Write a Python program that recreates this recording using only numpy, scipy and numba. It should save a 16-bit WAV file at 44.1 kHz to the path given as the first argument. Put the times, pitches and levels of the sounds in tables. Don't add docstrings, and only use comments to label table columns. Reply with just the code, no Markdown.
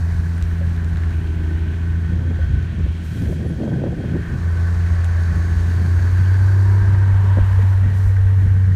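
import sys
import numpy as np
from scipy import signal
from scipy.fft import rfft, irfft
from scipy.io import wavfile
from scipy.ndimage import uniform_filter1d
from numba import njit

SR = 44100
rng = np.random.default_rng(int(sys.argv[2]) if len(sys.argv) > 2 else 0)


def wav_out(sig):
    wavfile.write(sys.argv[1], SR, np.round(np.clip(np.atleast_2d(sig).T, -1, 1) * 32767).astype(np.int16))


N = 385875


def undb(db):
    return 10 ** (np.asarray(db) / 20)


def unit(x):
    return x / np.sqrt(np.mean(x ** 2))


def curves(table):
    s, *columns = np.transpose(table)
    return [np.interp(np.arange(N) / SR, s, c) for c in columns]


@njit
def svf(x, hz, k):
    low, band = np.empty(len(x)), np.empty(len(x))
    b, l = 0., 0.
    for i in range(len(x)):
        g = np.tan(np.pi * hz[i] / SR)
        v = (b + g * (x[i] - l)) / (1 + g * (g + k))
        low[i] = l + g * v
        band[i] = k * v
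        b, l = 2 * v - b, l + 2 * g * v
    return low, band


def walk(rate):
    k = int(SR / rate)
    steps = np.repeat(rng.standard_normal(N // k + 1), k)
    smooth = uniform_filter1d(uniform_filter1d(steps, k), k)
    return unit(smooth[:N])


def colour(x, points):
    hz, db = np.transpose(points)
    f = np.maximum(np.arange(N // 2 + 1) * SR / N, 1)
    gain = undb(np.interp(np.log(f), np.log(hz), db, left=-90, right=-90))
    return unit(irfft(rfft(x) * gain, N))


def grains(rate, spread_db):
    k = int(SR / rate)
    size = np.repeat(undb(spread_db * rng.standard_exponential(N // k + 1)), k)[:N]
    return rng.standard_normal(N) * uniform_filter1d(size, k)


def knocks(table, noisy, width, rise_cycles):
    out, t = np.zeros(N), np.arange(SR // 5) / SR
    for s, db, hz, t60 in table:
        burst, centre = rng.standard_normal(len(t)), np.full(len(t), 1. * hz)
        for _ in range(2):
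            burst = svf(burst, centre, width)[1]
        decay = np.exp(-np.log(1000) * t / max(t60, .002))
        ring = (np.sin(2 * np.pi * hz * t) + noisy * unit(burst)) * decay
        rise = np.minimum(t * hz / rise_cycles, 1)
        i = int(s * SR)
        out[i:i + len(t)] += undb(db) * ring * rise
    return out


# time in seconds, firing rate in Hz (which then wavers slightly).
FIRING_RATE = [(0, 84), (.75, 83.9), (1, 83.2), (1.3, 81.4), (1.5, 81.7), (1.8, 83.8), (2.6, 84.1),
               (3, 82.4), (3.75, 80.7), (4.25, 83.5), (4.8, 86.2), (5.3, 85), (5.55, 85.2), (5.9, 87.4),
               (6.5, 96.4), (6.75, 97.2), (7.75, 95.5), (8.25, 95.8), (8.75, 94.3)]
# time in seconds, rms level in dB (which then wavers slightly).
FIRING_TONE = [(0, -17.5), (.27, -19), (1.5, -19.5), (2.5, -19), (2.72, -23.5), (2.85, -19), (3.04, -27.5),
               (3.34, -23), (3.7, -32), (3.88, -26.5), (3.97, -34), (4.15, -22), (4.24, -31), (4.48, -16.5),
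               (5.2, -15.5), (5.34, -17.5), (6.45, -12), (7.3, -12.5), (7.48, -13.5), (7.6, -11),
               (7.97, -14.5), (8.26, -12), (8.75, -13)]
# time in seconds, middle rms level of the octave in dB,
# shift of the lower multiples in dB, shift of the higher multiples in dB.
OVERTONES = [(0, -32.5, -5.5, -0.5), (1, -32.5, -1.5, -4.5), (1.4, -30.5, 4.5, -1.5),
             (2, -32.5, -2.5, -2.5), (2.5, -40.5, -6, -7), (3.3, -32, -10, -8), (4.2, -34.5, 1.5, -7),
             (5.1, -39, -7, 1), (5.35, -30.5, -1.5, -3), (5.8, -36, 0, 2), (6.2, -46, 3.5, -.5),
             (6.9, -38.5, 7.5, -0.5), (7.3, -42.5, -9, 3.5), (8, -48, -15, -3), (8.75, -39, -11, -10)]
MULTIPLES = [2, 9, 10, 11, 12, 13, 14, 15, 18, 21, 23, 25, 27, 28, 29, 30, 32, 33, 35, 36, 37, 40]
CRUISE_DB = [-37.5, -45.5, -64.5, -49, -46, -60.5, -52, -51.5, -71.5, -62, -63, -59, -66, -76, -66, -60.5,
             -58.5, -66, -62.5, -61, -64, -60.5]
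FULL_DB = [-47, -62, -49.5, -54, -53, -56.5, -70, -71, -57.5, -65.5, -58, -63.5, -52.5, -53, -54, -54.5,
           -60.5, -52.5, -58, -61, -59, -59.5]


def engine():
    hz, = curves(FIRING_RATE)
    tone_db, = curves(FIRING_TONE)
    octave_db, low_db, high_db = curves(OVERTONES)
    octave_db += 2.5 * walk(10)
    throttle = np.clip((hz - 87) / 8, 0, 1)
    cycle = 2 * np.pi * np.cumsum(hz * (1 + .002 * walk(12))) / SR / 3
    out = undb(tone_db + .6 * walk(25)) * np.sin(3 * cycle)
    out += undb(octave_db) * np.cos(6 * cycle)
    for multiple, cruise_db, full_db in zip(MULTIPLES, CRUISE_DB, FULL_DB):
        swell = walk(4)
        shift_db = low_db if multiple < 17 else high_db
        db = cruise_db + (full_db - cruise_db) * throttle + shift_db
        out += undb(db + 1.6 * swell) * np.sin(multiple * cycle + swell)
    return np.sqrt(2) * out


# time in seconds, rattle in dB (lowered 1.5 later), drivetrain growl in dB
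# (raised 3 later), scrape of the runners in dB, hiss of snow in dB, rustle of air in dB (raised 4 later).
GEAR = [(0, -42.5, -49.5, -58, -52.5, -64), (.45, -45.5, -48.5, -52.5, -55.5, -64),
        (.6, -44, -49.5, -53.5, -57, -66), (1.1, -44, -48.5, -51.5, -56, -67),
        (1.25, -46, -51, -51, -58.5, -67), (2.75, -44, -51.5, -53, -58, -72.5),
        (2.9, -48.5, -51.5, -52.5, -57.5, -70), (3.35, -46.5, -56, -53, -56.5, -67),
        (3.9, -47.5, -58, -53.5, -58.5, -71), (4.25, -41, -48, -53, -57, -67),
        (4.6, -42.5, -46, -54, -52, -65), (5, -39.5, -44.5, -54, -52.5, -66),
        (5.7, -40.5, -45.5, -53.5, -51.5, -61.5), (6.5, -40, -44.5, -54.5, -52, -61.5),
        (7.05, -39.5, -44, -52.5, -56, -65.5), (7.6, -40.5, -44, -52, -56, -63),
        (8.3, -43.5, -48, -52.5, -59, -64.5), (8.75, -44.5, -50.5, -55, -58, -67)]


def gear():
    rattle_db, growl_db, scrape_db, hiss_db, rustle_db = curves(GEAR)
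    shake = walk(22)
    solid = growl(growl_db) + rattle(rattle_db, shake) + scrape(scrape_db, shake)
    return solid + hiss_and_rustle(hiss_db, rustle_db)


# frequency in Hz, relative level in dB.
GROWL = [(140, -26), (230, -21), (349, -3), (437, -4), (520, -7.5), (699, -5.5), (794, -9.5), (1030, -7.5),
         (1220, -9.5), (1400, -6.5), (1820, -40.5), (3080, -120)]


def growl(level_db):
    return undb(level_db + 3 + 0.4 * walk(7.8)) * colour(grains(150, 0.92), GROWL)


# frequency in Hz, relative level in dB.
RATTLE = [(710, -38.5), (1200, -14), (1400, -11), (1490, -1.5), (1580, 0.5), (1840, -2.5), (2060, -9.5),
          (2270, -12.5), (2500, -21), (3250, -50), (5500, -120)]
# pitch in Hz, width in Hz, level in dB relative to
# the plain rattle, time in seconds when loudest, seconds from there until it has sunk to about a third.
PANELS = [(1513, 35, -7, 3.6, 3.7), (1588, 51, -4.5, 6.66, 0.58), (1675, 18, -13.5, 0.39, 0.8),
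          (1518, 22, -7, 1.46, .3), (1725, 36, -12.5, 5.3, .8), (1873, 22, -7.5, 8.4, 0.88),
          (1840, 24, -11.5, 2.6, 1.4), (2490, 69, -17.5, 2.6, 3.1), (2935, 33, -29, 11, 3),
          (3220, 99, -10, 3.2, 1), (4450, 120, -17, 5.9, 1), (4580, 68, -22.5, 6.2, 0.65),
          (6430, 100, -18.5, 5.6, 0.86), (966, 32, -3.5, 7.23, 0.76)]


def rattle(level_db, shake):
    t = np.arange(N) / SR
    lugs = grains(300, 1.57)
    out = colour(lugs, RATTLE)
    for hz, width_hz, db, peak_s, span_s in PANELS:
        ring = svf(lugs, hz * (1 + 0.0021 * walk(5.4)), width_hz / hz)[1]
        swell = np.exp(-((t - peak_s) / span_s) ** 2)
        out += undb(db + 2.5 * walk(14)) * swell * unit(ring)
    return undb(level_db - 1.5 + 0.71 * shake) * out


# frequency in Hz, relative level in dB.
SCRAPE = [(1290, -30), (2200, 0.5), (2550, -2), (2720, -2), (3170, -2), (3440, -7), (4200, -10.5),
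          (5460, -38), (9240, -120)]


def scrape(level_db, shake):
    return undb(level_db + 1.36 * walk(5) + 0.2 * shake) * colour(grains(600, 1.2), SCRAPE)


# frequency in Hz, relative level in dB.
HISS = [(2290, -32), (3900, -2.5), (4540, -3.5), (4990, -5), (6560, -6.5), (7040, -9.5), (9570, -13.5),
        (10400, -25), (11000, -19), (14300, -46), (22000, -120)]
# frequency in Hz, relative level in dB.
RUSTLE = [(2940, -30.5), (5000, -5.5), (5220, -1.5), (5650, -3), (6130, -2.5), (6900, -3), (9080, -3),
          (10400, -3.5), (11100, -5), (15500, -7.5)]


def hiss_and_rustle(hiss_db, rustle_db):
    spray, brush = walk(30), cloth()
    hiss_gain = np.hypot(undb(hiss_db), undb(0.5) * brush) * undb(0.44 * spray)
    rustle_gain = np.hypot(undb(rustle_db), brush) * undb(4 + 0.36 * spray)
    hiss = hiss_gain * colour(grains(900, 1.2), HISS)
    return hiss + rustle_gain * colour(grains(900, 1.0), RUSTLE)


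# start in seconds, length in seconds,
# level in dB (raised 0.5 in the hiss and 4 in the rustle).
CLOTH = [(3.025, 0.34, -60.5), (7.42, .33, -65), (7.926, .2, -60.5), (8.35, .12, -66)]


def cloth():
    t, edge_s = np.arange(N) / SR, .02
    gain = np.zeros(N)
    for s, length, db in CLOTH:
        gain += undb(db) * np.clip(np.minimum(t - s, s + length - t) / edge_s, 0, 1)
    return gain


def swells(times, dbs, width_s):
    out, t = np.zeros(N), np.arange(-SR // 5, SR // 5)
    for s, db in zip(times, dbs):
        i = int(s * SR) + t
        inside = (i >= 0) & (i < N)
        out[i[inside]] += (undb(db) * np.exp(-(t / SR / width_s) ** 2))[inside]
    return out


# time in seconds, gust level in dB (before flutter).
WIND = [(0, -41.5), (.45, -38), (.75, -38.5), (1.05, -38), (1.7, -36.5), (1.9, -39.5), (2.15, -31.5),
        (2.3, -31), (2.45, -37), (2.9, -33.5), (3.2, -32.5), (3.3, -26), (3.4, -29.5), (3.55, -28.5),
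        (3.68, -22), (3.9, -25.5), (4.17, -26.5), (4.24, -42), (4.3, -30.5), (4.46, -42), (5.2, -43),
        (5.45, -37.5), (6.05, -38), (6.5, -41.5), (7, -39), (7.3, -42), (8.2, -42.5), (8.45, -39),
        (8.75, -39)]
# time in seconds, peak rumble gain in dB,
# peak buffeting gain in dB (before flutter); both join a steady gain.
WIND_SWELLS = [(.49, -23, -40), (1.12, -27, -30), (2.12, -23, -32), (2.44, -21, -38), (2.55, -22, -23),
               (2.86, -22, -31), (3.27, -23, -23.5), (3.78, -38, -20), (4.09, -39, -23), (4.33, -25, -25.5),
               (4.92, -23, -27.5), (5.33, -24, -43), (5.99, -26, -36), (6.84, -25, -32), (7.1, -19.5, -38),
               (7.59, -23, -34), (7.89, -26, -27.5), (8.23, -22, -39), (8.45, -21, -22), (8.7, -19.5, -32)]


def wind():
    gust_db, = curves(WIND)
    s, swell_rumble_db, swell_buffet_db = np.transpose(WIND_SWELLS)
    puffs = walk(70)

    rumble_db = -29 - 0.47 * np.maximum(gust_db + 35.5, 0) + 2 * walk(14)
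    rumble_gain = np.hypot(undb(rumble_db), swells(s, swell_rumble_db, 0.063))
    rumble_points = [(18, -35), (35, -9), (55, -4), (68, 2.0), (80, -7), (110, -23.0)]
    rumble = rumble_gain * colour(rng.standard_normal(N), rumble_points)

    buffet_db = -31 + 0.35 * (gust_db + 34) + 2.5 * walk(12)
    buffet_gain = np.hypot(undb(buffet_db), swells(s, swell_buffet_db, 0.057)) * undb(1.6 * puffs)
    buffet_points = [(75, -25.5), (110, 5.0), (135, -0.5), (180, -4.5), (240, -15.5), (350, -39)]
    buffet = buffet_gain * colour(rng.standard_normal(N), buffet_points)

    edge_hz = np.clip(260 * undb(0.3 * (gust_db + 25.5) + 0.89 * puffs), 60, 3000)
    gust = svf(rng.standard_normal(N), edge_hz, 1.8)[0]
    gust = svf(gust, 1.57 * edge_hz, 1.94)[0]
    gust = signal.sosfilt(signal.butter(2, 170, "high", fs=SR, output="sos"), gust)
    gust /= np.sqrt(uniform_filter1d(gust ** 2, SR // 5))
    return rumble + buffet + undb(gust_db + 1.2 * puffs) * gust


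# start in seconds, level in dB of the upper ring.
THUDS = [(2.333, -40), (2.727, -36), (2.863, -29), (3.263, -28), (3.304, -36), (3.325, -25), (3.585, -28),
         (3.631, -18.5), (3.654, -23.5), (3.674, -16.5), (3.721, -22), (3.759, -20), (3.818, -22),
         (3.838, -16), (3.881, -25), (3.927, -24), (3.983, -24), (4.039, -24), (4.079, -28)]


def gust_puffs():
    upper = [(s, db, 546, 0.028) for s, db in THUDS]
    body = [(s, db - 3, 190, 0.056) for s, db in THUDS]
    out = knocks(upper, noisy=0.51, width=0.51, rise_cycles=1.2)
    return out + knocks(body, noisy=1.14, width=0.67, rise_cycles=0.5)


# start in seconds, level in dB.
WIND_THUMPS = [(7.4, -5), (8.052, -4)]


def wind_thumps():
    table = [(s, db, 52, 0.18) for s, db in WIND_THUMPS]
    return knocks(table, noisy=0.29, width=0.6, rise_cycles=.7)


# start in seconds, level in dB, pitch in Hz, seconds to die away by 60 dB.
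KNOCKS = [(.61, -34, 555, 0.13), (2.389, -29.5, 530, .09), (7.24, -31, 413, 0.14),
          (7.371, -17.5, 523, 0.035), (7.373, -12, 200, 0.04), (7.385, -20, 574, 0.032),
          (7.386, -12.5, 270, 0.025), (7.59, -28, 450, 0.11), (7.63, -26.5, 220, 0.15),
          (7.855, -23, 217, 0.12), (7.86, -30, 319, 0.069), (8.1, -33, 480, .07), (8.18, -32, 470, .07),
          (8.42, -28, 308, .08)]


def hollow_knocks():
    return knocks(KNOCKS, noisy=0.13, width=0.29, rise_cycles=0.39)


# start in seconds, level in dB, pitch in Hz, seconds to die away by 60 dB.
TICKS = [(.38, -41, 8850, .008), (.382, -34, 1700, .01), (.413, -33, 1530, .04), (.775, -35, 1660, .04),
         (.96, -28.5, 1700, 0.011), (1.036, -26, 1780, 0.0088), (1.044, -34, 1800, .008),
         (5.045, -41, 7700, .008), (5.051, -44, 9900, .02), (5.197, -51, 9800, .02),
         (5.224, -51, 9800, .03), (5.272, -52, 9800, .015), (5.359, -49, 9800, .02)]


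def ticks():
    return knocks(TICKS, noisy=0.54, width=0.57, rise_cycles=0.25)


# start in seconds, level in dB.
CRACKLE = [(.425, -31), (.7632, -42), (.8455, -39), (0.971, -39), (1.1074, -45), (2.628, -45),
           (3.2206, -40), (5.045, -35)]


def crackles():
    table = [(s, db, 3820, 0.0064) for s, db in CRACKLE]
    return knocks(table, noisy=1.34, width=1.7, rise_cycles=.6)


def squeak():
    t, start_s, end_s = np.arange(N) / SR, 3.458, 3.55
    gate = np.clip(np.minimum(t - start_s, end_s - t) / .004, 0, 1)
    return gate * undb(-62 + 4.3 * walk(60)) * np.sin(2 * np.pi * 10685 * t)


# start in seconds, end in seconds (may lie past the end of the sound),
# starting pitch in Hz, ending pitch in Hz, level in dB; pitch and level then waver.
WHINE = [(7.8, 9.2, 425, 475, -46), (4.3, 6.3, 1122, 1092, -50)]


def whine():
    t, out = np.arange(N) / SR, np.zeros(N)
    for t0, t1, hz0, hz1, db in WHINE:
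        hz = np.interp(t, [t0, t1], [hz0, hz1]) * (1 + .004 * walk(7.7))
        phase = 2 * np.pi * np.cumsum(hz) / SR
        fade = np.clip(np.minimum(t - t0, t1 - t) / 0.12, 0, 1)
        out += fade * undb(db + 1.5 * walk(9)) * np.sin(phase)
    return out


def scene():
    steady = engine() + gear() + wind() + whine()
    hits = gust_puffs() + wind_thumps() + hollow_knocks() + ticks() + crackles()
    return (steady + hits + squeak())[None]


# centre in Hz, width in Hz.
CASE_DIPS = [(5000, 290), (10450, 780)]


def record(dry):
    for hz, width_hz in CASE_DIPS:
        dry = dry - 0.33 * svf(dry[0], np.full(N, 1. * hz), width_hz / hz)[1]
    top_cut = signal.ellip(12, .2, 80, 15650, fs=SR, output="sos")
    return signal.sosfilt(top_cut, dry)


dry = scene()
out = record(dry)
wav_out(out)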